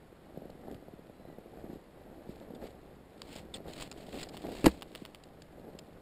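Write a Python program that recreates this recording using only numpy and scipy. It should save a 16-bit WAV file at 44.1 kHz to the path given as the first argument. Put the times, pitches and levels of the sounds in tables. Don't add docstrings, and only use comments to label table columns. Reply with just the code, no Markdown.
import sys
import numpy as np
from scipy import signal
from scipy.fft import rfft, irfft, next_fast_len
from scipy.io import wavfile
from scipy.ndimage import uniform_filter1d

SR = 44100
rng = np.random.default_rng(int(sys.argv[2]) if len(sys.argv) > 2 else 0)


def to_wav(s):
    ch = np.atleast_2d(s).T
    pcm = np.round(np.clip(ch, -1, 1) * 32767)
    wavfile.write(sys.argv[1], SR, pcm.astype(np.int16))


N = 265041
TIME = np.arange(N) / SR

# time in seconds, relative level in dB.
WIND_STRENGTH = [(0, -59), (.28, -59), (.36, -52.5), (.6, -53.5), (.73, -44.5), (.8, -54.5), (1.13, -58.5),
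                 (1.29, -52), (1.5, -57), (1.56, -46.5), (1.75, -50.5), (1.8, -59), (1.93, -58),
                 (2.02, -52), (2.55, -50), (3.08, -58.5), (3.3, -52), (4.7, -51.5), (5.2, -59.5),
                 (5.65, -50), (6.01, -56)]
# peak time in seconds, relative level in dB, rise and fall in seconds,
# relative level in dB of the air pushed onto the microphone.
SWISHES = [(1.74, -64.5, 0.036, 0.013, -47.5), (2.31, -64.5, .05, 0.096, -58),
           (2.649, -57, 0.026, 0.038, -41), (3.389, -50.5, 0.093, 0.019, -54.5),
           (3.556, -43.5, 0.0054, 0.011, -49), (3.691, -54.5, 0.021, 0.081, -39),
           (3.819, -43.5, 0.041, 0.029, -50.5), (4.012, -57, 0.072, 0.037, -61),
           (4.213, -46, 0.075, 0.032, -42), (4.336, -57.5, .012, 0.13, -46), (4.544, -51, 0.097, 0.14, -37),
           (4.708, -54.5, 0.022, 0.042, -63), (4.96, -60, 0.068, 0.13, -79)]
# frequency in Hz, relative level in dB.
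SMACK_COLOUR = [(150, -2.5), (500, 7.5), (1100, 3.5), (1700, -1), (2500, -1), (3400, -9), (4400, -4.5),
                (6000, -17), (7700, -9), (10000, -16.5), (15000, -23)]


def amp(db):
    return 10 ** (np.asarray(db) / 20)


def unit(x):
    return x / np.sqrt(np.mean(x ** 2) + 1e-20)


def follow(curve):
    return np.interp(TIME, *np.transpose(curve))


def add(mix, start, sound):
    part = mix[max(round(start * SR), 0):][:len(sound)]
    part += sound[:len(part)]


def colour(x, points):
    hz, db = np.transpose(points)
    size = next_fast_len(N)
    freqs = np.fft.rfftfreq(size, 1 / SR)
    gain = amp(np.interp(np.log(freqs + 1), np.log(hz), db))
    return unit(irfft(rfft(x, size) * gain, size)[:N])


def grains(per_s, spread_db):
    chance, sign, size = rng.random(N), rng.choice([-1, 1], N), rng.exponential(1, N)
    return unit((chance < per_s / SR) * sign * amp(spread_db * np.minimum(size, 3)))


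def wander(count, smooth_samples):
    return unit(uniform_filter1d(rng.standard_normal(count), size=smooth_samples))


def swell(peak_s, rise_s, fall_s, roundness=1.08):
    t = TIME - peak_s
    return np.exp(-np.maximum(-t / rise_s, t / fall_s) ** roundness)


def ring(modes, ring_share=1, detune=1):
    t = np.arange(SR // 4) / SR
    return sum(amp(db - 60 * t / (fade_s * ring_share)) * np.sin(2 * np.pi * hz * detune * t)
               for hz, db, fade_s in modes)


def air():
    # frequency in Hz, relative level in dB.
    hush_colour = [(100, -1.5), (500, 1.5), (1000, -5.5), (2000, -12), (4200, -22), (6000, -28),
                   (8000, -29), (11000, -26.5), (15000, -38)]
    return amp(-61.5) * colour(rng.standard_normal(N), hush_colour)


def whistles(waver=0.0036):
    # start and length in seconds, pitch in Hz, level in dB.
    notes = [(1.1, .27, 4030, -83), (1.24, .17, 1965, -77.5)]
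    out = np.zeros(N)
    for start, length, hz, db in notes:
        arch = np.hanning(round(length * SR))
        pitch = hz * (1 + waver * wander(SR, smooth_samples=600)[:len(arch)])
        tone = np.sin(2 * np.pi * np.cumsum(pitch) / SR)
        add(out, start, amp(db) * unit(arch * tone))
    return out


def airflow(push_rise_s=0.0079):
    push_power = sum((amp(db) * swell(peak - rise, push_rise_s, fall_s=1.47 * rise)) ** 2
                     for peak, _, rise, _, db in SWISHES)
    return np.sqrt(amp(follow(WIND_STRENGTH)) ** 2 + push_power)


def wind(patter_db=-2, lump_db=-10, rumble_db=-58.5, rumble_follows=0.57):
    # frequency in Hz, relative level in dB.
    eddy_colour = [(40, -11), (110, -22), (200, 3.5), (330, 3.5), (600, -1), (780, -4.5), (1000, -20),
                   (2000, -22), (3500, -77), (6000, -77)]
    rumble_colour = [(10, -1), (28, -0.5), (65, 2.5), (100, -1), (170, 2), (350, -39)]
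    flow = airflow()
    eddies = grains(per_s=300, spread_db=2.5) + .5 * rng.standard_normal(N)
    patter = amp(patter_db) * flow * colour(eddies, eddy_colour)
    lumps = amp(follow(WIND_STRENGTH) + lump_db) * colour(grains(per_s=25, spread_db=1.5), eddy_colour)
    rumble_gain = amp(rumble_db) * unit(flow ** rumble_follows)
    return patter + lumps + rumble_gain * colour(rng.standard_normal(N), rumble_colour)


def buffets(cycles=0.69, slowing=0.52, hiss_db=-29,
            wake_db=-7.5, wake_hz=190, wake_s=0.0036, wake_delay_s=0.0022):
    # time in seconds, level in dB, pitch in Hz.
    big_eddies = [(0.129, -42.5, 350), (0.376, -31.5, 457), (0.422, -38, 463), (0.456, -37.5, 420),
                  (.501, -38.5, 510), (.554, -45, 332), (.684, -34.5, 570), (.726, -36, 406),
                  (0.75, -38, 199), (.885, -39, 510), (0.939, -40.5, 300), (0.995, -42.5, 362),
                  (1.099, -41.5, 473), (1.2, -42.5, 350), (1.254, -40.5, 520), (1.29, -45, 254),
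                  (1.302, -41, 575), (1.386, -36, 473), (1.462, -41, 370), (1.644, -35, 333),
                  (1.7, -38, 260), (1.734, -39, 307), (1.762, -38.5, 290), (2.294, -35, 337),
                  (2.508, -36.5, 500), (2.539, -37.5, 355), (2.642, -32, 384), (3.361, -37.5, 560),
                  (3.605, -41, 525), (3.658, -39, 450), (4.087, -38.5, 560), (4.346, -37, 650),
                  (4.446, -32, 580), (5.024, -36.5, 257), (5.751, -42.5, 423)]
    out = np.zeros(N)
    t = np.arange(-SR // 50, SR // 50) / SR
    hiss = colour(rng.standard_normal(N), SMACK_COLOUR)
    phases = rng.random((len(big_eddies), 2))
    for (centre, db, hz), (phase, wake_phase) in zip(big_eddies, phases):
        start, turns = centre + t[0], hz * t
        shape = np.exp(-(turns / cycles) ** 2 / 2)
        swing = np.cos(2 * np.pi * (turns - slowing * turns ** 2 / 2 + phase))
        puff = amp(hiss_db) * hiss[round(start * SR):][:len(t)]
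        wake_shape = amp(wake_db) * np.exp(-((t - wake_delay_s) / wake_s) ** 2 / 2)
        wake = wake_shape * np.cos(2 * np.pi * (wake_hz * t + wake_phase))
        add(out, start, amp(db) * (shape * (swing + puff) + wake))
    return out


def squeaks(pitch_hz=3620, upper_hz=8400, upper_db=-8, sag=.16, jitter=.025):
    # start in seconds, level in dB, length in seconds, share of clear tone from 0 to 1.
    slips = [(0.502, -61.5, .005, 0), (0.713, -58.5, 0.0035, .1), (2.4, -60.5, .004, 0.05),
             (2.548, -62, 0.016, 0.46), (3.218, -40, 0.0036, 0.04), (3.327, -51.5, 0.006, 0.2),
             (3.362, -47.5, 0.0046, .05), (3.5402, -41, .013, 0.71), (3.735, -45.5, 0.0039, 0.04),
             (3.823, -41.5, 0.0069, 0.2), (3.9143, -44, 0.0062, 0), (3.926, -46, 0.0015, 0.3),
             (4.206, -52, 0.006, .05), (4.23, -42.5, 0.011, 0), (4.288, -52, 0.011, 0),
             (4.811, -54, 0.0028, .05), (5.237, -53.5, 0.0055, 0.1), (5.42, -52.5, 0.0057, 0),
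             (5.7888, -48, 0.0078, 0)]
    # frequency in Hz, relative level in dB.
    scrape_colour = [(300, -11), (1000, -2), (1800, -9), (2800, -4), (4200, -2.5), (5100, -1), (6000, -23),
                     (7000, -3), (8200, -9.5), (9300, -12), (10500, -32), (13700, -26), (15000, -19)]
    out, scrape = np.zeros(N), colour(rng.standard_normal(N), scrape_colour)
    for start, db, length, clear in slips:
        count = round(length * SR)
        progress = np.linspace(0, 1, count)
        speed = 1 + jitter * wander(SR, smooth_samples=40)[:count]
        low = np.sin(2 * np.pi * np.cumsum(pitch_hz * speed * (1 - sag * progress ** 2)) / SR)
        high = amp(upper_db) * np.sin(2 * np.pi * np.cumsum(upper_hz * speed) / SR)
        slip = clear * unit(low + high) + (1 - clear) * scrape[round(start * SR):][:count]
        shape = np.minimum(progress / 0.016, 1) * np.sqrt(1 - progress)
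        add(out, start, amp(db) * unit(slip * shape))
    return out


def gear_ticks(snap_db=-14, snap_s=0.003, rise_s=.00006, rebound_s=0.0088):
    # start in seconds, level in dB, wait for the rebound in seconds.
    knocks = [(.7453, -43.5, 0.014), (4.3695, -33, .005), (4.8223, -28.5, 0.0062), (4.951, -28.5, .0065),
              (5.052, -30.5, .0081), (5.1477, -32.5, 0.0093)]
    # pitch in Hz, relative level in dB, seconds to fade by 60 dB.
    plastic_modes = [(1200, -8, .0035), (2100, -8, .003), (2950, -4, .005), (3400, -8, .004),
                     (4350, -11, .005), (7550, -16, .005), (8950, -13, .006), (15000, -15, .006)]
    out, grit = np.zeros(N), colour(rng.standard_normal(N), SMACK_COLOUR)
    for first, db, delay in knocks:
        rebound = np.exp(-(delay / rebound_s) ** 4)
        for start, strength in [(first, 1), (first + delay, rebound)]:
            body = ring(plastic_modes, detune=1 + 0.0091 * rng.standard_normal())
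            t = np.arange(len(body)) / SR
            snap = amp(snap_db) * np.exp(-t / snap_s) * grit[round(start * SR):][:len(t)]
            onset = 1 - np.exp(-t / rise_s)
            add(out, start, strength * amp(db) * (body + snap) * onset)
    return out


def swishes(crackle=0.65, clump_db=2.83, boost_db=2, rustle_db=-73.5, wind_hiss_db=-24.5):
    # frequency in Hz, relative level in dB.
    swish_colour = [(200, 16), (700, 10), (1400, 3), (2200, 7), (3000, 7), (4400, 6.5), (6000, -5.5),
                    (7800, 2), (9200, -4), (10800, -12.5), (13500, -14), (15000, -7.5)]
    clumps = amp(clump_db * wander(N, smooth_samples=220))
    rub = clumps * (rng.standard_normal(N) + crackle * grains(per_s=1400, spread_db=1))
    swish_power = sum((amp(db + boost_db) * swell(peak, rise, fall)) ** 2
                      for peak, db, rise, fall, _ in SWISHES)
    quiet_power = amp(rustle_db) ** 2 + amp(follow(WIND_STRENGTH) + wind_hiss_db) ** 2
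    return np.sqrt(swish_power + quiet_power) * colour(rub, swish_colour)


def catch(slap_boost_db=2):
    # start and rise in seconds, relative thump and slap levels in dB,
    # slap fade in seconds, share of the full ring time.
    blows = [(4.6422, 0.0022, -3.5, -16.5, 0.0018, 0.35), (4.6494, 0.001, -13, -34.5, 0.0042, 0.45),
             (4.6573, 0.00073, -20, -22, 0.0047, 0.11), (4.6612, 0.0001, -22, -16, 0.0031, 0.33),
             (4.6666, 0.00066, -5.5, -16.5, 0.00072, 1), (4.6762, 0.00052, -31, -33, 0.0092, 0.2)]
    # pitch in Hz, relative level in dB,
    # full ring time in seconds (to fade by 60 dB).
    wood_modes = [(65, -20.5, 0.167), (193, -16.5, .11), (276, -9.5, 0.056), (315, -1.5, 0.047),
                  (470, -14, 0.058), (705, -16, 0.026), (1460, -32, 0.025), (1643, -22.5, 0.036),
                  (2350, -47, .041)]
    out, grit = np.zeros(N), colour(rng.standard_normal(N), SMACK_COLOUR)
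    for start, rise, thump_db, slap_db, fade, share in blows:
        thump = amp(thump_db) * ring(wood_modes, ring_share=share)
        t = np.arange(len(thump)) / SR
        slap = amp(slap_db + slap_boost_db) * np.exp(-t / fade) * grit[round(start * SR):][:len(t)]
        onset = 1 - np.exp(-(t / rise) ** 2)
        add(out, start, (slap - thump) * onset)
    return out


def scene():
    return (wind() + buffets() + air() + whistles() + swishes() + squeaks() + gear_ticks() + catch())[None]


def record(dry, fizz_hz=12000, fizz_db=-22.0, dip_hz=6000, dip_q=7, dip_depth=0.81, top_hz=15500):
    lows = signal.sosfilt(signal.butter(2, [360, 1100], "bandpass", fs=SR, output="sos"), dry)
    fizzy = dry + amp(fizz_db) * lows * np.cos(2 * np.pi * fizz_hz * TIME)
    notched = signal.lfilter(*signal.iirnotch(dip_hz, dip_q, SR), fizzy)
    dipped = fizzy + dip_depth * (notched - fizzy)
    lowpass = signal.firwin(255, top_hz, window=("kaiser", 9), fs=SR)
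    return signal.oaconvolve(dipped, lowpass[None], "same")


dry = scene()
out = record(dry)
to_wav(out)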